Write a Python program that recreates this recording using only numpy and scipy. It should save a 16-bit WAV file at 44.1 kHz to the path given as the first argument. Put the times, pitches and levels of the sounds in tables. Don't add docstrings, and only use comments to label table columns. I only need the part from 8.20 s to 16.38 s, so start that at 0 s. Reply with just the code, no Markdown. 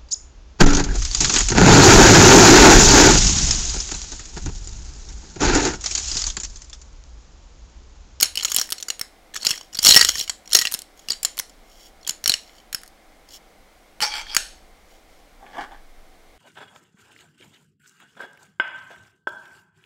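import sys
import numpy as np
from scipy import signal
from scipy.fft import rfft, irfft
from scipy.io import wavfile
from scipy.ndimage import uniform_filter1d

SR = 44100
rng = np.random.default_rng(int(sys.argv[2]) if len(sys.argv) > 2 else 0)


def unload_audio(sound):
    columns = np.transpose(np.atleast_2d(sound))
    steps = np.round(np.clip(columns, -1, 1) * 32767)
    wavfile.write(sys.argv[1], SR, steps.astype(np.int16))


N = 360738

# pitch_hz, level_db, t60_s
TRAY_MODES = [(2935, -6, 0.014), (3268, -3.5, 0.011), (4190, -8, 0.012), (4260, -5.5, 0.021),
              (4702, -7, 0.019), (5500, 0, 0.017), (6370, -9.5, 0.017), (6850, -3.5, 0.018),
              (7340, -12, .018), (7770, -12, 0.021)]
# pitch_hz, width_hz, level_db
SOFT_RESONANCES = [(310, 52, -9), (802, 67, 5.5), (1160, 65, -6), (1617, 280, 1.5), (2314, 250, -10.5),
                   (2840, 200, -22), (3450, 250, -11)]
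TABLE_S = 5.5


def undb(db):
    return 10 ** (np.asarray(db) / 20)


def unit(x):
    return x / np.sqrt(np.mean(x ** 2))


def band(x, lo_hz, hi_hz, order=2):
    sos = signal.butter(order, [lo_hz, min(hi_hz, .45 * SR)], "band", fs=SR, output="sos")
    return signal.sosfilt(sos, x)


def fade(t, t60):
    return np.exp(-np.log(1000) * t / t60)


def walk(rate):
    k = int(SR / rate)
    held = np.repeat(rng.standard_normal(N // k + 1), k)
    return 0.85 * uniform_filter1d(held, k)[:N]


def swells(rows):
    drop_db = 24
    out, t = np.zeros(N), np.arange(N) / SR
    for start, top, end, db in rows:
        rise = (top - t) / max(top - start, .005)
        fall = (t - top) / max(end - top, .005)
        x = np.where(t < top, rise, fall)
        out += undb(db - drop_db * np.minimum(x, 3) ** 2)
    return out


def grains(rate, spread_db):
    hit, size, sign = rng.random(N), rng.exponential(size=N), rng.standard_normal(N)
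    return (hit < rate / SR) * undb(spread_db * np.minimum(size, 3)) * sign


def resonate(x, peaks, shift_db=0):
    total = 0
    for k, (hz, width, db) in enumerate(peaks):
        ring = unit(band(x, hz - width / 2, hz + width / 2, order=1))
        level = undb(db + shift_db * walk(20)) * np.sqrt(width)
        total = total + (-1) ** k * level * ring
    return unit(total)


def taps():
    # start_s, peak_db (of a sine as strong as the loudest moment), early_mic_db re peak,
    # ring_hz (strongest ring), treble_db (raised by 8 dB in the strike), low_crack_db
    tap_list = [(0.0013, -13.5, -10.0, 5600, -18.5, -19.5), (0.0222, -10.0, -17, 6850.0, -14, -10),
                (0.0285, 2.5, -10.5, 6560, -5, -3.5), (0.0438, -15.5, -5.0, 5500.0, -16, -15),
                (0.0562, -17.5, -2, 7200, -23.5, -24), (0.1735, -11, -5, 2970, -11.5, -19.5),
                (0.1886, -24, -15, 2960, -11, -22), (0.197, -19.0, -17.0, 3010, -19.5, -5),
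                (0.209, -22, -10.0, 4120, -22, -2.5), (0.2253, -19.5, -8.0, 4500, -27, -9.0),
                (0.2483, -7, -8.5, 6800, -18.5, -6), (0.2523, -12, -8.0, 6900.0, -8.5, -5.5),
                (0.278, -27, -10, 2900, -21, -20), (0.283, -20.5, -12.0, 2850.0, -21, -19.5),
                (0.3178, -12, -12, 6620, -12, -9.5), (0.3635, -1.5, -7, 7350, 4.0, -35.0),
                (0.3783, -16, -20, 5900, -24, -1.5), (0.3848, -10, -4, 5630, -18.5, -20.0),
                (0.4139, -7.5, -5.5, 6100, -8.5, -4), (0.491, -28, -7, 5430, -4, 6),
                (0.5221, -10, -9, 4750, 6.5, -10), (0.5271, -14, -10, 3360, 6.0, -5),
                (0.5812, -28.0, -27.0, 6930.0, -24, -20), (0.601, -28.5, -2.0, 2920, -14, -7),
                (0.6259, -18.5, -14, 5850, -12, -12), (0.7021, -11, -8.5, 6820, -20, -8),
                (0.8127, -13, -7, 5360, 3.0, 0), (1.157, -22, -7.5, 1700, -25.0, -8),
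                (1.1625, -18, -6.5, 6020.0, -14, -1.5), (1.1725, -23.5, -7, 3450.0, -34.0, -6),
                (1.2212, -27, -12, 4430, -19, -20), (1.2298, -21, -7, 4330, -28, -23.5),
                (1.243, -30, -7, 5480, -18, 8), (1.26, -17.5, -30, 7000, -10.5, -11),
                (1.2675, -3.5, -9.5, 4750, -15.5, -10.0), (1.3068, -9.5, -8, 5930, -21.5, -7.5),
                (1.3128, -12.5, -5, 2860, -11.5, -11), (1.3304, -23, -3.5, 2920.0, -7.5, -7.0),
                (1.3376, -25.5, -4, 2010, -24.0, -5), (1.3767, -26, -4.5, 5550, -23.0, -0.5),
                (1.411, -28.5, -14, 3040, -35, -2.0), (1.5466, -23.0, -11.5, 5200.0, -19.5, -11.0),
                (1.5525, -21, -11.5, 6780, -17.0, -5), (1.5884, -10.5, -12.5, 4480, -17.5, -11.5),
                (1.627, -18.5, -21, 5730, -7.0, -16.5), (1.6479, -1.5, -11.5, 5710, -8.5, -15.0),
                (1.657, -4.5, -7.0, 5560, -13.5, -21.5), (1.6676, -4.5, 0.0, 4260.0, -2.5, -14.0),
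                (1.6787, -1.5, -1.5, 5500.0, -12.5, -10.5), (1.6867, 1.0, 6, 4315, -17, -15.0),
                (1.703, -2.5, -4.5, 4200.0, 3.5, -14.0), (1.7087, 5, -2.0, 4050.0, -19.5, -21.0),
                (1.7223, -4, -3, 4070, -13.0, -17.0), (1.738, -5.0, 3.0, 4250, -18.5, -20.5),
                (1.7514, -5, -9.5, 4270.0, -17.5, -16.5), (1.7625, 13, -13, 5500.0, -16.5, -8),
                (1.7719, 5.5, -13.5, 5330, -7.5, -12.5), (1.8116, 2.5, -9.5, 4585, -22.5, -7),
                (1.8258, -10.5, -11.0, 5400.0, -24, 1.5), (1.848, -2.5, -11.5, 4150, -8, -11),
                (1.888, -4, -14.5, 6630, -16.5, -7), (1.9023, -17.0, -15.5, 4260.0, -22.0, -11.0),
                (1.9546, -16.5, -15, 6460, -24, 2), (1.973, -23, -6.5, 6550.0, -12.5, -3),
                (2.0, -13.5, -2.5, 4170, -16, -12.5), (2.011, -12, -5, 5500.0, -14, -17.5),
                (2.0955, -11, -13, 5530, -23.5, -3), (2.2756, -30, -9.5, 5660, -16.0, -4),
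                (2.312, -25.0, -13.5, 4180, -10.5, -13.5), (2.3215, -18.5, -15, 5740.0, -17, -10),
                (2.3495, 6, -11, 5574, -13, -14), (2.3655, -6.5, -3, 5530, -3.5, -28),
                (2.3888, -4.5, -2.5, 5580, -9.5, -19.0), (2.4137, -11.5, -4, 5660, -6, -18),
                (2.4193, -12.5, -13, 6960, -8, -3), (2.471, -9.5, 0.5, 2860, -23, -3.5),
                (2.523, -23, -26.0, 12240.0, 3.0, -23.0), (2.533, -20.5, -2.0, 5700, 4.0, -29.0),
                (2.5402, -9.5, -6.0, 11760.0, 3.5, -5.5), (2.5462, -14.5, -23, 4770, -3, -10),
                (2.5903, -22, -19, 6050, 3, -25.0), (2.619, -25.5, -15, 4660, 3.5, -14.0),
                (2.7931, -37.5, -8.0, 6600, -9, -15), (2.9039, -8, -10.5, 4760, -18, -10.5),
                (2.9179, -15, -7, 4150, -42, -35.0), (2.9321, -22, -5, 4330, -44, -5),
                (3.0488, -5.5, -9.5, 7240, -10.5, -13.0), (3.1894, -11.5, -16, 11150, 17.0, -29.0),
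                (3.1937, -24.5, -20, 6100, -17, -14), (3.1971, -11.5, -10, 5990, 13.0, 5),
                (3.2956, -39.0, -19.5, 4360, -20, -11.5), (3.8295, -40, -9, 4400, -26, -26),
                (3.8665, -26, -9.5, 3300, -26, -20), (3.8932, -9.5, -7, 7050, -9, -8.5),
                (3.907, -20, -5, 6750, -12, -12), (4.0589, -6.5, -10, 4400, -17, -4),
                (4.0952, -3, -2.5, 4210, -10, -11.5), (4.119, -8.5, -2, 4100, -29, -37.0),
                (4.1393, -5.5, -35, 5500, -31, -9), (4.2945, -41.5, -1, 2350, -35, -3),
                (4.3515, -47, -12, 4340, -25, -14), (4.4007, -44, 1, 3000, -25, -7),
                (4.5466, -10.5, -9.5, 5420, 2.5, 4.5), (4.634, -30, -11, 6720.0, 3.0, 10),
                (4.6622, -42, -8, 1956, -2, -8), (4.6775, -36.5, -10, 6540, 2.0, -16.0),
                (5.1066, -40, 0.5, 5150, -12.5, -15), (5.8228, -10, -5.5, 3100, -23, -1),
                (5.8332, -18, 1.5, 4520, -20, -5.0), (6.0672, -32, -20, 4404, -22, 9),
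                (6.1658, 0, -12.5, 4880, -16, -3)]
    early_s, early_treble_db, early_low_db = .0183, 7.5, 2
    hard_treble_db, hard_share = -7, 0.62
    tray_db, tray_db_per_octave = -1.5, -1.5
    table_tray_db, table_thud_db = -5, -7
    main_thud_db = -15.5
    out, bands = np.zeros((2, N + SR)), strike_noise()
    impulse = 1. * (np.arange(SR // 16) == 0)
    click = unit(band(impulse, 1198.5, 9000, order=1))
    for s, db, early_db, hz, treble_db, low_db in tap_list:
        on_table = s > TABLE_S
        quick = np.interp(treble_db, [hard_treble_db - 5, hard_treble_db + 4.0], [1, hard_share])
        ring_db = tray_db + tray_db_per_octave * np.log2(hz / 5000) + table_tray_db * on_table
        thud_db = main_thud_db + table_thud_db * on_table
        main = (s, db, 0, 0)
        early = (s - early_s, db + early_db, early_treble_db, early_low_db)
        for at, peak_db, more_db, low_more_db in (main, early):
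            treble = min(treble_db + more_db, 3)
            blow = tap(hz, treble, low_db + low_more_db, ring_db, thud_db, quick, bands, click)
            if at >= 0:
                i = int(at * SR)
                out[:, i:i + blow.shape[1]] += undb(peak_db) * blow
    return out[:, :N]


def tap(ring_hz, treble_db, low_db, ring_db, thud_db, quick, bands, click):
    own_ring_db, own_ring_t60_s, scatter_db = 3, .016, 4
    crack_db, crack_t60_s, treble_t60_s, low_t60_s, thud_t60_s = -2, 0.0086, 0.0092, 0.01, 0.019
    contact_s, bounce_s, bounce_db = 0.00054, .007, -3
    click_db = -2.5
    t = np.arange(SR // 16) / SR
    modes = [*TRAY_MODES, (ring_hz, own_ring_db, own_ring_t60_s)]
    hz, db, t60 = np.transpose(modes)[:, :, None]
    level_chance, pitch_chance, phase = rng.standard_normal((3, len(hz), 1))
    rings = np.sin(2 * np.pi * hz * (1 + 0.016 * pitch_chance) * t + phase)
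    body = (undb(db + scatter_db * level_chance) * fade(t, t60 * quick) * rings).sum(axis=0)

    start = rng.integers(SR - len(t))
    crack, treble, low, thud = bands[:, start:start + len(t)]
    blow = undb(ring_db) * body / np.std(body[:SR // 200])
    blow += undb(crack_db) * fade(t, crack_t60_s * quick) * crack
    blow += undb(treble_db + 8) * fade(t, treble_t60_s * quick) * treble
    blow += undb(low_db) * fade(t, low_t60_s * quick) * low
    blow += undb(thud_db) * fade(t, thud_t60_s) * thud
    blow *= np.clip(t / (contact_s * quick), 0, 1)

    full = blow.copy()
    for lag, size in zip(rng.random(6), rng.standard_normal(6)):
        gain = undb(bounce_db) * quick * size * (1 - lag)
        full += gain * np.roll(blow, 1 + int(lag * bounce_s * SR))
    full = full / np.sqrt(2 * uniform_filter1d(full ** 2, size=40).max())
    sent = unit(blow) + undb(click_db - ring_db) * click
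    return np.array([full, unit(sent) * np.std(full)])


def strike_noise():
    noise = rng.standard_normal(SR)
    crack = unit(band(noise, 2300, 8500))
    treble = unit(band(noise, 7500, 12320, order=1))
    low = unit(band(noise, 1100, 2585))
    thud = unit(band(noise, 60, 1400, order=1))
    return np.array([crack, treble, low, thud])


def cavity(sent):
    # start_s, peak_s, end_s, level_db re the taps at that pitch
    cavity_swells = [(1.7, 1.79, 1.95, 15), (2.33, 2.43, 2.485, 18)]
    pitch_hz, width_hz = 1916, 46
    return band(swells(cavity_swells) * sent, pitch_hz - width_hz / 2, pitch_hz + width_hz / 2, order=1)


def ring_tray(push, hiss_db):
    peaks = [(hz, np.log(1000) / np.pi / t60, db) for hz, db, t60 in TRAY_MODES]
    hiss = unit(band(push, 2000, 21000, order=1))
    return unit(resonate(push, peaks) + undb(hiss_db) * hiss)


def rattle():
    # start_s, peak_s, end_s, level_db
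    rattle_swells = [(0.15, 0.39, 0.49, -34), (1.17, 1.296, 1.48, -39), (1.58, 1.74, 1.72, -20),
                     (1.78, 1.86, 2.076, -29), (1.9, 2.02, 2.06, -34), (2.3, 2.455, 2.5, -35.5),
                     (4.08, 4.16, 4.35, -55)]
    chatter = fade(np.arange(SR // 50) / SR, .015)
    hits = abs(grains(900, spread_db=2))
    push = signal.fftconvolve(hits, chatter)[:N] * rng.standard_normal(N)
    return swells(rattle_swells) * ring_tray(push, hiss_db=-8)


def brush():
    # start_s, peak_s, end_s, level_db
    strokes = [(2.72, 2.8, 3.5, -59.5), (3.4, 3.66, 3.715, -51.5), (4.15, 4.36, 4.46, -58),
               (5.09, 5.157, 5.185, -41.5), (6.65, 6.72, 6.85, -60), (6.85, 6.95, 7.1, -64)]
    return swells(strokes) * ring_tray(grains(3400, spread_db=3.1), hiss_db=-5.0)


def slide():
    # start_s, peak_s, end_s, level_db (of the high part)
    pushes = [(5.815, 5.83, 5.9, -18), (5.88, 5.97, 6.05, -27), (6.06, 6.125, 6.17, -32.5)]
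    # pitch_hz, width_hz, level_db
    box_resonances = [(846, 33, 6.5), (1475, 310, -3), (2314, 103, -1), (3255, 130, 6), (4460, 73, 6.5),
                      (4920, 91, 0.5), (5500, 160, -2), (6400, 440, -9), (7360, 200, -16.5),
                      (9870, 320, -20)]
    low_part_db = -7.5
    push = grains(4000, spread_db=3.7)
    low = resonate(push, box_resonances[:2], shift_db=3.5) + undb(-11) * unit(band(push, 470, 2700))
    high = resonate(push, box_resonances[2:], shift_db=7.0)
    high = high + undb(-9.5) * unit(band(push, 2100, 5300, order=1))
    return swells(pushes) * (undb(low_part_db) * unit(low) + unit(high))


def shuffle():
    # start_s, peak_s, end_s, low_part_db, high_part_db re low part
    shifts = [(7.19, 7.24, 7.6, -44.5, -11), (7.305, 7.409, 7.465, -34, 0),
              (7.504, 7.516, 7.6, -44.5, -3.5)]
    push = grains(2500, spread_db=2)
    low = resonate(push, SOFT_RESONANCES[:3], shift_db=5) + undb(-11.5) * unit(band(push, 156, 1300))
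    high = resonate(push, SOFT_RESONANCES[3:], shift_db=3.5) + undb(-12) * unit(band(push, 1240, 4300))
    low_swells = swells(row[:4] for row in shifts)
    high_swells = swells((*at, db + high_db) for *at, db, high_db in shifts)
    return low_swells * unit(low) + high_swells * unit(high)


def bumps():
    # start_s, peak_db (the noise's RMS starts 6 dB below)
    bump_list = [(7.265, -27.5), (7.331, -44), (7.347, -36), (7.518, -31), (7.543, -41)]
    t, out = np.arange(N) / SR, 0
    for s, db in bump_list:
        out = out + undb(db) * (t >= s) * fade(np.maximum(t - s, 0), 0.069)
    return out * resonate(rng.standard_normal(N), SOFT_RESONANCES[1:], shift_db=8.5) / 2


def sway():
    # start_s, peak_s, end_s, level_db (RMS)
    sway_swells = [(7.2, 7.7, 8.14, -45)]
    return swells(sway_swells) * np.sqrt(2) * np.sin(2 * np.pi * 18 * np.arange(N) / SR)


def rumble():
    # start_s, peak_s, end_s, deep_db, upper_db
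    rumble_swells = [(0, 0.053, .6, -59, -54.5), (1.507, 1.753, 2.14, -54.5, -46.5),
                     (3.98, 4.103, 3.9, -60, -53), (5.799, 6.097, 6.75, -49, -69)]
    deep_db, upper_db, wander_db = -58.5, -65.5, 3.5
    deep = unit(band(rng.standard_normal(N), 12, 36, order=4))
    upper = unit(band(rng.standard_normal(N), 44, 75, order=4))
    deep_level = undb(deep_db + wander_db * walk(1.9)) + swells(row[:4] for row in rumble_swells)
    upper_level = undb(upper_db) + swells((*at, db) for *at, _, db in rumble_swells)
    return deep * deep_level + upper * upper_level


def room_noise():
    # (relative, per Hz)
    noise_colour = [(53, -41.5), (90, -17), (201, -6), (260, -6), (345, -3), (376, -13.5), (410, -5.5),
                    (620, -5), (786, -2), (858, -10), (1910, -13.5), (2090, -9), (2650, -18.5), (3360, -17),
                    (16000, -30)]
    hz, db = np.transpose(noise_colour)
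    f = np.maximum(np.arange(N // 2 + 1) * SR / N, 1)
    colour = undb(np.interp(np.log(f), np.log(hz), db))
    air = irfft(rfft(rng.standard_normal(N)) * colour, N)
    return undb(-54.5) * unit(air)


def room(x, stretch=1):
    # centre_hz, level_db (relative), t60_s (before any stretch)
    tail_bands = [(500, -0.5, 0.21), (1530, 1, 0.21), (3760, -4, .3), (7400, -2.5, 0.26),
                  (12800, -8.5, .12)]
    t = np.arange(SR // 2) / SR
    tail = 0
    for hz, db, t60 in tail_bands:
        noise = band(rng.standard_normal(len(t)), hz / 1.5, hz * 1.43)
        tail = tail + undb(db) * fade(t, t60 * stretch) * noise
    onset = np.clip(t / 0.0033, 0, 1)
    tail = onset * tail / np.sqrt(np.sum(tail ** 2))
    return undb(-16) * signal.fftconvolve(x, tail)[:N]


def scene():
    close, sent = taps()
    close = close + cavity(sent)
    rubbing = slide() + shuffle() + bumps()
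    far = np.arange(N) > TABLE_S * SR
    walls = room(sent * ~far) + undb(3) * room((sent + rubbing) * far, stretch=1.44)
    background = room_noise() + rumble() + sway()
    return (close + rubbing + walls + rattle() + brush() + background)[None]


def record(dry):
    top_hz = 15800
    clipped = np.clip(dry, -1.0, 1.0)
    return signal.sosfilt(signal.ellip(10, .2, 60, top_hz, fs=SR, output="sos"), clipped)


dry = scene()
out = record(dry)
unload_audio(out)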